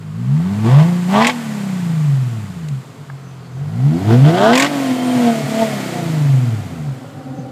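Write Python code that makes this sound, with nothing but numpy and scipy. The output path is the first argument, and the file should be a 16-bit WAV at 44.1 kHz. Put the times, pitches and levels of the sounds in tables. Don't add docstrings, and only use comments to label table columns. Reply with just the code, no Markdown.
import sys
import numpy as np
from scipy import signal
from scipy.fft import rfft, irfft, next_fast_len
from scipy.io import wavfile
from scipy.ndimage import uniform_filter1d, minimum_filter1d, map_coordinates

SR = 44100
rng = np.random.default_rng(int(sys.argv[2]) if len(sys.argv) > 2 else 0)


def dump_mix(stems):
    frames = np.atleast_2d(stems).T
    limited = np.clip(frames, -1, 1)
    pcm = np.round(limited * 32767).astype(np.int16)
    wavfile.write(sys.argv[1], SR, pcm)


N = 331191
TIME = np.arange(N) / SR

CYLINDERS = [(1.18, 0), (.85, .1), (1.12, 0), (.8, .11), (1.15, .012), (.88, .095)]
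# multiple, level_db, full_effort_db, speed_db_per_octave
ORDERS = [(1, 0.25, 11, -1), (2, -10, 21.5, -1), (3, -18, 29, -1.5), (4, -21, 29, -1.5)]
# time_s, gain_db
LEAN_IN = [(4.2, -.5), (5.1, -1.5), (5.8, 2.5), (6.3, 0.5), (7.0, -2)]


def boom(turns, speed, effort, near, waver_db=.6, roughness=.05):
    tones = np.zeros(N)
    for k, order in enumerate(ORDERS, 1):
        gain = amp(order_db(order, speed, effort, near) + waver_db * k * wobble(14))
        tremble = 1 + roughness * k * wobble(45)
        tones += gain * tremble * firing_order(turns, k)
    return amp(lull_db()) * tones


def firing_order(turns, k):
    return np.cos(2 * np.pi * k * turns - np.pi * k * (k - 1) / 4)


def order_db(order, speed, effort, near, build_up_s=.008):
    k, base_db, effort_db, octave_db = order
    hz = round(k) * np.interp(TIME - build_up_s, TIME, speed)
    return pipe_db(hz, near) + layer_db((base_db, effort_db, 0, octave_db), speed, np.sqrt(effort), near)


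def pipe_db(hz, near):
    # frequency_hz, aside_db, at_mouth_db
    response = [(44.7, -63, -61.9), (88.4, -39, -34.5), (107.6, -21.5, -16), (118.5, -18.5, -12.5),
                (138.4, -8.5, -6.5), (156.6, -11.5, -14.0), (185, -17.5, -28.5), (216, -20.5, -24.5),
                (238, -22, -11.5), (267, -37.5, -15.5), (307, -38.5, -20), (335, -28, -13.5),
                (400, -38.5, -38.5), (472, -33, -16), (550.0, -31.5, -25.5), (709, -29, -7),
                (794, -26, -38), (1000.0, -53, -16.5)]
    f, aside, mouth = np.transpose(response)
    return (1 - near) * along(np.c_[f, aside], hz) + near * along(np.c_[f, mouth], hz)


def lull_db(onset_s=.03):
    # start_s, gain_db, recovery_s
    lulls = [(1.4, -5, 0.022), (2.79, -21.5, 0.27), (4.645, -3, 0.034), (5.42, -12, 0.02), (5.73, 3, 0.098),
             (6.93, -25, 0.26)]
    return sum(db * ramp_and_fall(s, onset_s, s + onset_s, recovery) for s, db, recovery in lulls)


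def lope(turns, speed, effort, near, level_db=-13.5, waver_db=2):
    # multiple, level_db
    cycle_tones = [(3, -11), (4, -3.5), (5, -2.5), (7, 0), (8, 0), (9, -8), (10, -3), (11, -1), (13, 0),
                   (14, -27), (15, -10), (16, -3), (17, -2)]
    upper_db = -4 + 6 * effort + 2 * near
    tones = np.zeros(N)
    for k, db in cycle_tones:
        ratio = round(k) / len(CYLINDERS)
        gain = amp(db + pipe_db(speed * ratio, near) + waver_db * wobble(10) + upper_db * (ratio > 1))
        tones += gain * np.sin(2 * np.pi * (ratio * turns + rng.random()))
    return amp(level_db) * np.minimum(speed / 160, 1) ** 1.04 * tones


def tailpipe(turns, speed, effort, near, flutter_db=1.5):
    # coasting_db, full_effort_db, near_db, speed_db_per_octave
    bark_law = (-41.5, 28.5, 5, 7.5)
    rasp_law = (-39.5, 15.5, 3.5, 7)
    growl_law = (-53, 34.5, 12, 1.5)
    bark_db, rasp_db, growl_db = (layer_db(law, speed, effort, near)
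                                  for law in (bark_law, rasp_law, growl_law))
    drive = np.clip((bark_db + 36) / 18, .2, 1)
    pulses, gush = firings(turns)
    pulses *= amp(5.5 * (1 - drive) * wobble(140))
    tone, breath = pipe_echo(pulses), pipe_echo(gush * noise())
    body = amp(bark_db) * bark(tone, breath, drive, near)
    edge = amp(rasp_db) * rasp(tone, breath, drive, near)
    flutter = amp(flutter_db * effort * wobble(65))
    return amp(curves(LEAN_IN)[0]) * flutter * (body + edge) + amp(growl_db) * growl(tone, breath)


def firings(turns, scatter_db=1.2, jitter_periods=.005):
    samples = np.arange(N)
    number = np.arange(1, int(turns[-1]))
    size, late = np.array(CYLINDERS)[number % len(CYLINDERS)].T
    timing, strength = rng.standard_normal((len(number), 2)).T
    at = np.interp(number + late + jitter_periods * timing, turns, samples)
    pulses = np.bincount(np.round(at).astype(int), size * amp(scatter_db * strength), N)[:N]
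    latest = np.clip(np.searchsorted(at, samples) - 1, 0, None)
    age_periods = np.abs(turns - np.interp(at, samples, turns)[latest])
    return pulses, unit(.52 + np.exp(-age_periods / .79))


def pipe_echo(x, round_trip_s=.0045, reflection=.091, smear_s=.008, width_hz=12):
    # pitch_hz, level_db
    modes = [(460, -3), (669, -6), (892, -2), (1003, -4), (1145, -4), (1263, -2), (1489, -1), (1888, -5),
             (2175, -2), (2347, -1), (2555, 0), (3128, 0)]

    def response(f):
        echo = 1 / (1 - reflection * np.exp(-2j * np.pi * f * round_trip_s))
        delay_s = smear_s * f / (f + 1500)
        smear = np.exp(-2j * np.pi * np.cumsum(delay_s) * f[1])
        damping = 1j * f * width_hz
        ring = 1 + sum(amp(db) * damping / (hz ** 2 - f ** 2 + damping) for hz, db in modes)
        return echo * smear * ring
    return filtered(x, response)


def pipe_voice(tone, breath, colour, drive, breathiness):
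    pitched = drive * steady(coloured(tone, colour))
    return steady(pitched + breathiness * unit(coloured(breath, colour)))


def bark(tone, breath, drive, near):
    # frequency_hz, gain_db
    mouth_colour = [(150, -55), (300, -9), (430, -4), (540, -4), (670, 9.5), (820, 3), (1020, -1.5),
                    (1200, 3.5), (1330, -3), (1480, 3), (1700, -8), (2600, -15), (5000, -50)]
    aside_colour = [(150, -46), (320, -19), (450, 2), (540, -3), (660, 6.5), (800, 10), (1000, 7.5),
                    (1180, 5), (1350, -9.5), (1500, -8), (1750, -17), (2600, -31), (5000, -77)]
    mouth = pipe_voice(tone, breath, mouth_colour, drive, breathiness=.45)
    aside = pipe_voice(tone, breath, aside_colour, drive, breathiness=.55)
    return np.sqrt(near) * mouth + np.sqrt(1 - near) * aside


def rasp(tone, breath, drive, near, beam_db=2):
    # frequency_hz, gain_db
    open_colour = [(900, -34), (1550, -2), (1890, 4), (2200, -1), (2400, -2), (2800, -1.5), (3300, 0),
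                   (4200, -9), (5500, -14), (9000, -28), (15000, -48)]
    shut_colour = [(900, -13), (1500, 5), (2000, 5), (2700, -3), (3400, -6.5), (4400, -4.5), (7000, -13.5),
                   (15000, -20)]
    driven = drive * pipe_voice(tone, breath, open_colour, drive, breathiness=.8)
    coasting = amp(-2) * np.sqrt(1 - drive ** 2) * unit(coloured(breath, shut_colour))
    return (driven + coasting) * amp(beam_db * (near - .5))


def growl(tone, breath):
    # frequency_hz, gain_db
    throat = [(180, -48.5), (270, -17.5), (350, 3.5), (450, 1.5), (550, -15.5), (660, -3), (780, 5.5),
              (920, -20.5), (1400, -48.5)]
    return steady(coloured(tone, throat)) + .22 * unit(coloured(breath, throat))


def crackle(rise_s=.00017, fall_s=.0096, split_hz=5500):
    # start_s, level_db, treble_db
    cracks = [(1.2229, -5.5, -28), (1.246, -4.5, -25), (1.269, -3, -14), (1.2964, -9, -26),
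              (4.532, -3, -25), (4.554, -3, -18.5), (4.576, -4, -12), (4.5976, -0.5, -15),
              (4.6223, -2, -16), (4.6458, -10, -20), (4.663, -11, -24)]
    # frequency_hz, gain_db
    colour = [(60, -52), (530, -35), (900, -10), (1100, -7), (1360, -30), (1510, -7), (1760, -14),
              (1910, -4), (3030, -13), (4570, -18), (6060, -20.5), (7150, -14), (9820, -29.5), (15000, -36)]
    body, edge = np.zeros(N), np.zeros(N)
    for s, db, treble_db in cracks:
        age = np.clip(TIME - s, 0, 1)
        burst = amp(db) * (1 - np.exp(-age / rise_s)) * np.exp(-age / fall_s)
        body += burst
        edge += burst * amp(treble_db)
    low = unit(filtered(coloured(noise(), colour), lambda f: f < split_hz))
    high = unit(filtered(coloured(noise(), colour), lambda f: f > split_hz))
    return amp(-7) * body * low + edge * high


def overrun(turns):
    # start_s, level_db, pitch_hz, rise_s
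    puffs = [(4.69, -39, 137, 0.011), (4.91, -28, 140.1, .01), (5.155, -19.5, 134, 0.0146),
             (5.42, -21, 132, 0.02), (5.61, -21, 140, 0.015), (7.382, -18.5, 155, 0.01)]
    # centre_s, firing_order, level_db, width_s
    honks = [(4.915, 1, -15, .008), (5.624, 3, -13, .007), (5.624, 4, -20, .008)]
    out = np.zeros(N)
    for s, db, hz, rise in puffs:
        age = np.clip(TIME - s, 0, 1)
        envelope = (age / rise * np.exp(1 - age / rise)) ** 2
        out += amp(db) * envelope * np.sin(2 * np.pi * hz * age)
    for s, k, db, width in honks:
        out += amp(db) * swell(s, width) * firing_order(turns, round(k))
    return out


def gas_flow(turns, speed, effort, near, hiss_lag_s=.15):
    # coasting_db, full_effort_db, near_db, speed_db_per_octave
    hiss_law = (-45, 9, 2, 6.5)
    rush_law = (-39.5, 9.5, 7.5, 4.5)
    # frequency_hz, gain_db
    hiss_colour = [(900, -29), (2500, 4), (4300, -1.5), (5500, -4), (7300, 2), (8500, -2), (10000, -7.5),
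                   (12500, -8), (15500, -18)]
    rush_colour = [(25, -28), (60, -25), (100, -7), (140, -2), (250, 15), (350, 0.5), (560, 3.5), (850, -7),
                   (1400, 0), (3000, -41)]
    boom_db = order_db(ORDERS[0], speed, effort, near)
    buffet = (amp(2 * boom_db - 39) + amp(-41) * effort ** 2) * band(86, 70)
    rumble = amp(boom_db - 25) * unit(filtered(band(160, 93), lambda hz: amp(pipe_db(hz, near=1))))
    trailing_speed = np.interp(TIME - hiss_lag_s, TIME, speed)
    hiss_db = layer_db(hiss_law, trailing_speed, np.sqrt(effort), near) + curves(LEAN_IN)[0]
    throb = 1 + .068 * np.cos(2 * np.pi * turns)
    hiss = amp(hiss_db) * throb * unit(coloured(noise(), hiss_colour))
    rush = amp(layer_db(rush_law, speed, effort, near)) * unit(coloured(noise(), rush_colour))
    return hiss + rush + rumble + buffet


def whistle():
    # time_s, pitch_hz, level_db
    glide = [(4.75, 11600, -62), (4.85, 10900, -52), (5.0, 9700, -53), (5.1, 9000, -50), (5.25, 8500, -64)]
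    hz, db = curves(glide)
    sounding = (TIME > glide[0][0]) & (TIME < glide[-1][0])
    return sounding * amp(db) * np.sin(2 * np.pi * np.cumsum(hz + 25 * wobble(150)) / SR)


def ticks_and_chirps(tick_s=.0014):
    # start_s, level_db, pitch_hz, width_hz
    ticks = [(2.686, -32.5, 4370, 6000), (3.1, -22.5, 1390, 450)]
    # centre_s, level_db, pitch_hz, width_s, width_hz
    chirps = [(3.286, -58, 6130, 0.049, 454), (3.452, -57, 4453, 0.029, 451.5),
              (3.55, -61.5, 6160, 0.045, 453), (4.74, -53, 3150, 0.036, 90),
              (5.03, -38, 3150, 0.066, 79.96), (5.099, -43, 8900, 0.06, 89.8), (5.5, -51, 8916, 0.055, 90),
              (7.392, -56, 6250, .03, 448.8)]
    ticking = sum(amp(db) * swell(s + tick_s, tick_s) * band(hz, width) for s, db, hz, width in ticks)
    return ticking + sum(amp(db) * swell(s, span) * band(hz, width) for s, db, hz, span, width in chirps)


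def idle_drone():
    # pitch_hz, width_hz, level_db
    modes = [(268, 45, 0), (535, 65, -7), (770, 50, -10)]
    # time_s, level_db
    fade = [(0, -111), (6.5, -57), (6.85, -39.5), (7.2, -34), (7.51, -30)]
    return amp(curves(fade)[0]) * unit(sum(amp(db) * band(hz, width) for hz, width, db in modes))


def outdoor_air(level_db=-47):
    # frequency_hz, gain_db
    colour = [(30, -68), (120, -18), (430, 7.5), (600, -13), (1100, 2), (2000, -13.5), (5000, -16),
              (12000, -75)]
    return amp(level_db) * unit(coloured(noise(), colour))


def layer_db(law, speed, effort, near, mid_speed_hz=150):
    base_db, effort_db, near_db, octave_db = law
    return base_db + effort_db * effort + near_db * near + octave_db * np.log2(speed / mid_speed_hz)


def ramp_and_fall(start_s, rise_s, release_s, fall_s):
    return np.clip((TIME - start_s) / rise_s, 0, 1) * np.exp(-np.maximum(TIME - release_s, 0) / fall_s)


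def swell(centre_s, width_s):
    return np.exp(-np.minimum(((TIME - centre_s) / width_s) ** 2, 100) / 2)


def amp(db):
    return 10 ** (np.asarray(db) / 20)


def unit(x):
    return x / np.sqrt(np.mean(x ** 2) + 1e-20)


def steady(x):
    return x / np.sqrt(np.abs(uniform_filter1d(x ** 2, size=2600)) + 1e-12)


def along(points, hz):
    f, v = np.transpose(points)
    return np.interp(np.log(hz + 1), np.log(f + 1), v)


def curves(rows):
    s, *cols = np.transpose(rows)
    return [np.interp(TIME, s, c) for c in cols]


def wobble(rate):
    return map_coordinates(rng.standard_normal(int(N * rate / SR) + 4), [TIME * rate])


def filtered(x, response):
    m = next_fast_len(N + 8192)
    return irfft(rfft(x, m) * response(np.fft.rfftfreq(m, 1 / SR)), m)[:N]


def coloured(x, colour, size=4096):
    cepstrum = irfft(np.log(amp(along(colour, np.fft.rfftfreq(size, 1 / SR)))))
    cepstrum[1:size // 2] *= 2
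    cepstrum[size // 2 + 1:] = 0
    return signal.oaconvolve(x, irfft(np.exp(rfft(cepstrum))))[:N]


def noise():
    return rng.standard_normal(N)


def band(hz, width_hz):
    return unit(filtered(noise(), lambda f: 1 / (1 + ((f - hz) / width_hz) ** 2) ** 2))


def scene():
    # time_s, firing_rate_hz
    revs = [(0.0, 53.0), (0.12, 51.2), (0.3, 66.5), (0.5, 97.8), (0.66, 111.9), (0.88, 174.9),
            (1.07, 178.4), (1.3, 251.0), (1.5, 215.1), (2.2, 130.5), (2.5, 94.2), (2.78, 64.5), (3.1, 46.4),
            (3.52, 41.0), (3.75, 55.1), (3.95, 82.7), (4.2, 130.0), (4.33, 170.0), (4.6, 269.7),
            (4.68, 293.4), (4.92, 254.9), (5.16, 250.0), (5.44, 213.5), (5.62, 225.2), (5.8, 198.1),
            (6.5, 114.4), (6.75, 82.7), (7.0, 60.2), (7.25, 46.8), (7.51, 41.6)]
    # down_s, up_s, effort_0_to_1, rise_s, fall_s
    presses = [(.128, .658, 0.3, .243, .03), (.61, 0.801, 0.68, 0.047, 0.09),
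               (1.061, 1.221, 0.94, .115, 0.033), (1.18, 1.294, 0.71, .05, 0.023),
               (3.542, 4.06, 0.38, 0.52, 0.033), (4.02, 4.131, 0.61, .085, 0.095),
               (4.17, 4.294, 0.56, .09, 0.055), (4.24, 4.52, 0.77, .2, 0.046),
               (4.45, 4.66, 0.35, .05, 0.011), (4.7, 4.943, 0.07, .05, 0.0033),
               (5.016, 5.287, 0.2, .25, 0.063), (5.458, 5.629, 0.27, .27, 0.028)]
    # time_s, nearness_0_to_1
    approach = [(2.7, 0), (4.2, 0.88), (5.2, 0.89), (5.8, 1), (6.4, 0.8), (7.5, .7)]
    speed, = curves(revs)
    near, = curves(approach)
    effort = np.max([depth * ramp_and_fall(down, rise, up, fall)
                     for down, up, depth, rise, fall in presses], axis=0)
    turns = np.cumsum(speed) / SR
    state = turns, speed, effort, near
    exhaust = boom(*state) + lope(*state) + tailpipe(*state) + gas_flow(*state)
    exhaust += crackle() + overrun(turns)
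    return (exhaust + whistle() + ticks_and_chirps() + idle_drone() + outdoor_air())[None]


def record(dry, ceiling=.96, top_hz=15500):
    needed = np.minimum(1, ceiling / (np.abs(dry[0]) + 1e-9))
    gain = uniform_filter1d(minimum_filter1d(needed, size=400), size=300)
    return filtered(dry[0] * gain, lambda hz: hz < top_hz)[None]


dry = scene()
out = record(dry)
dump_mix(out)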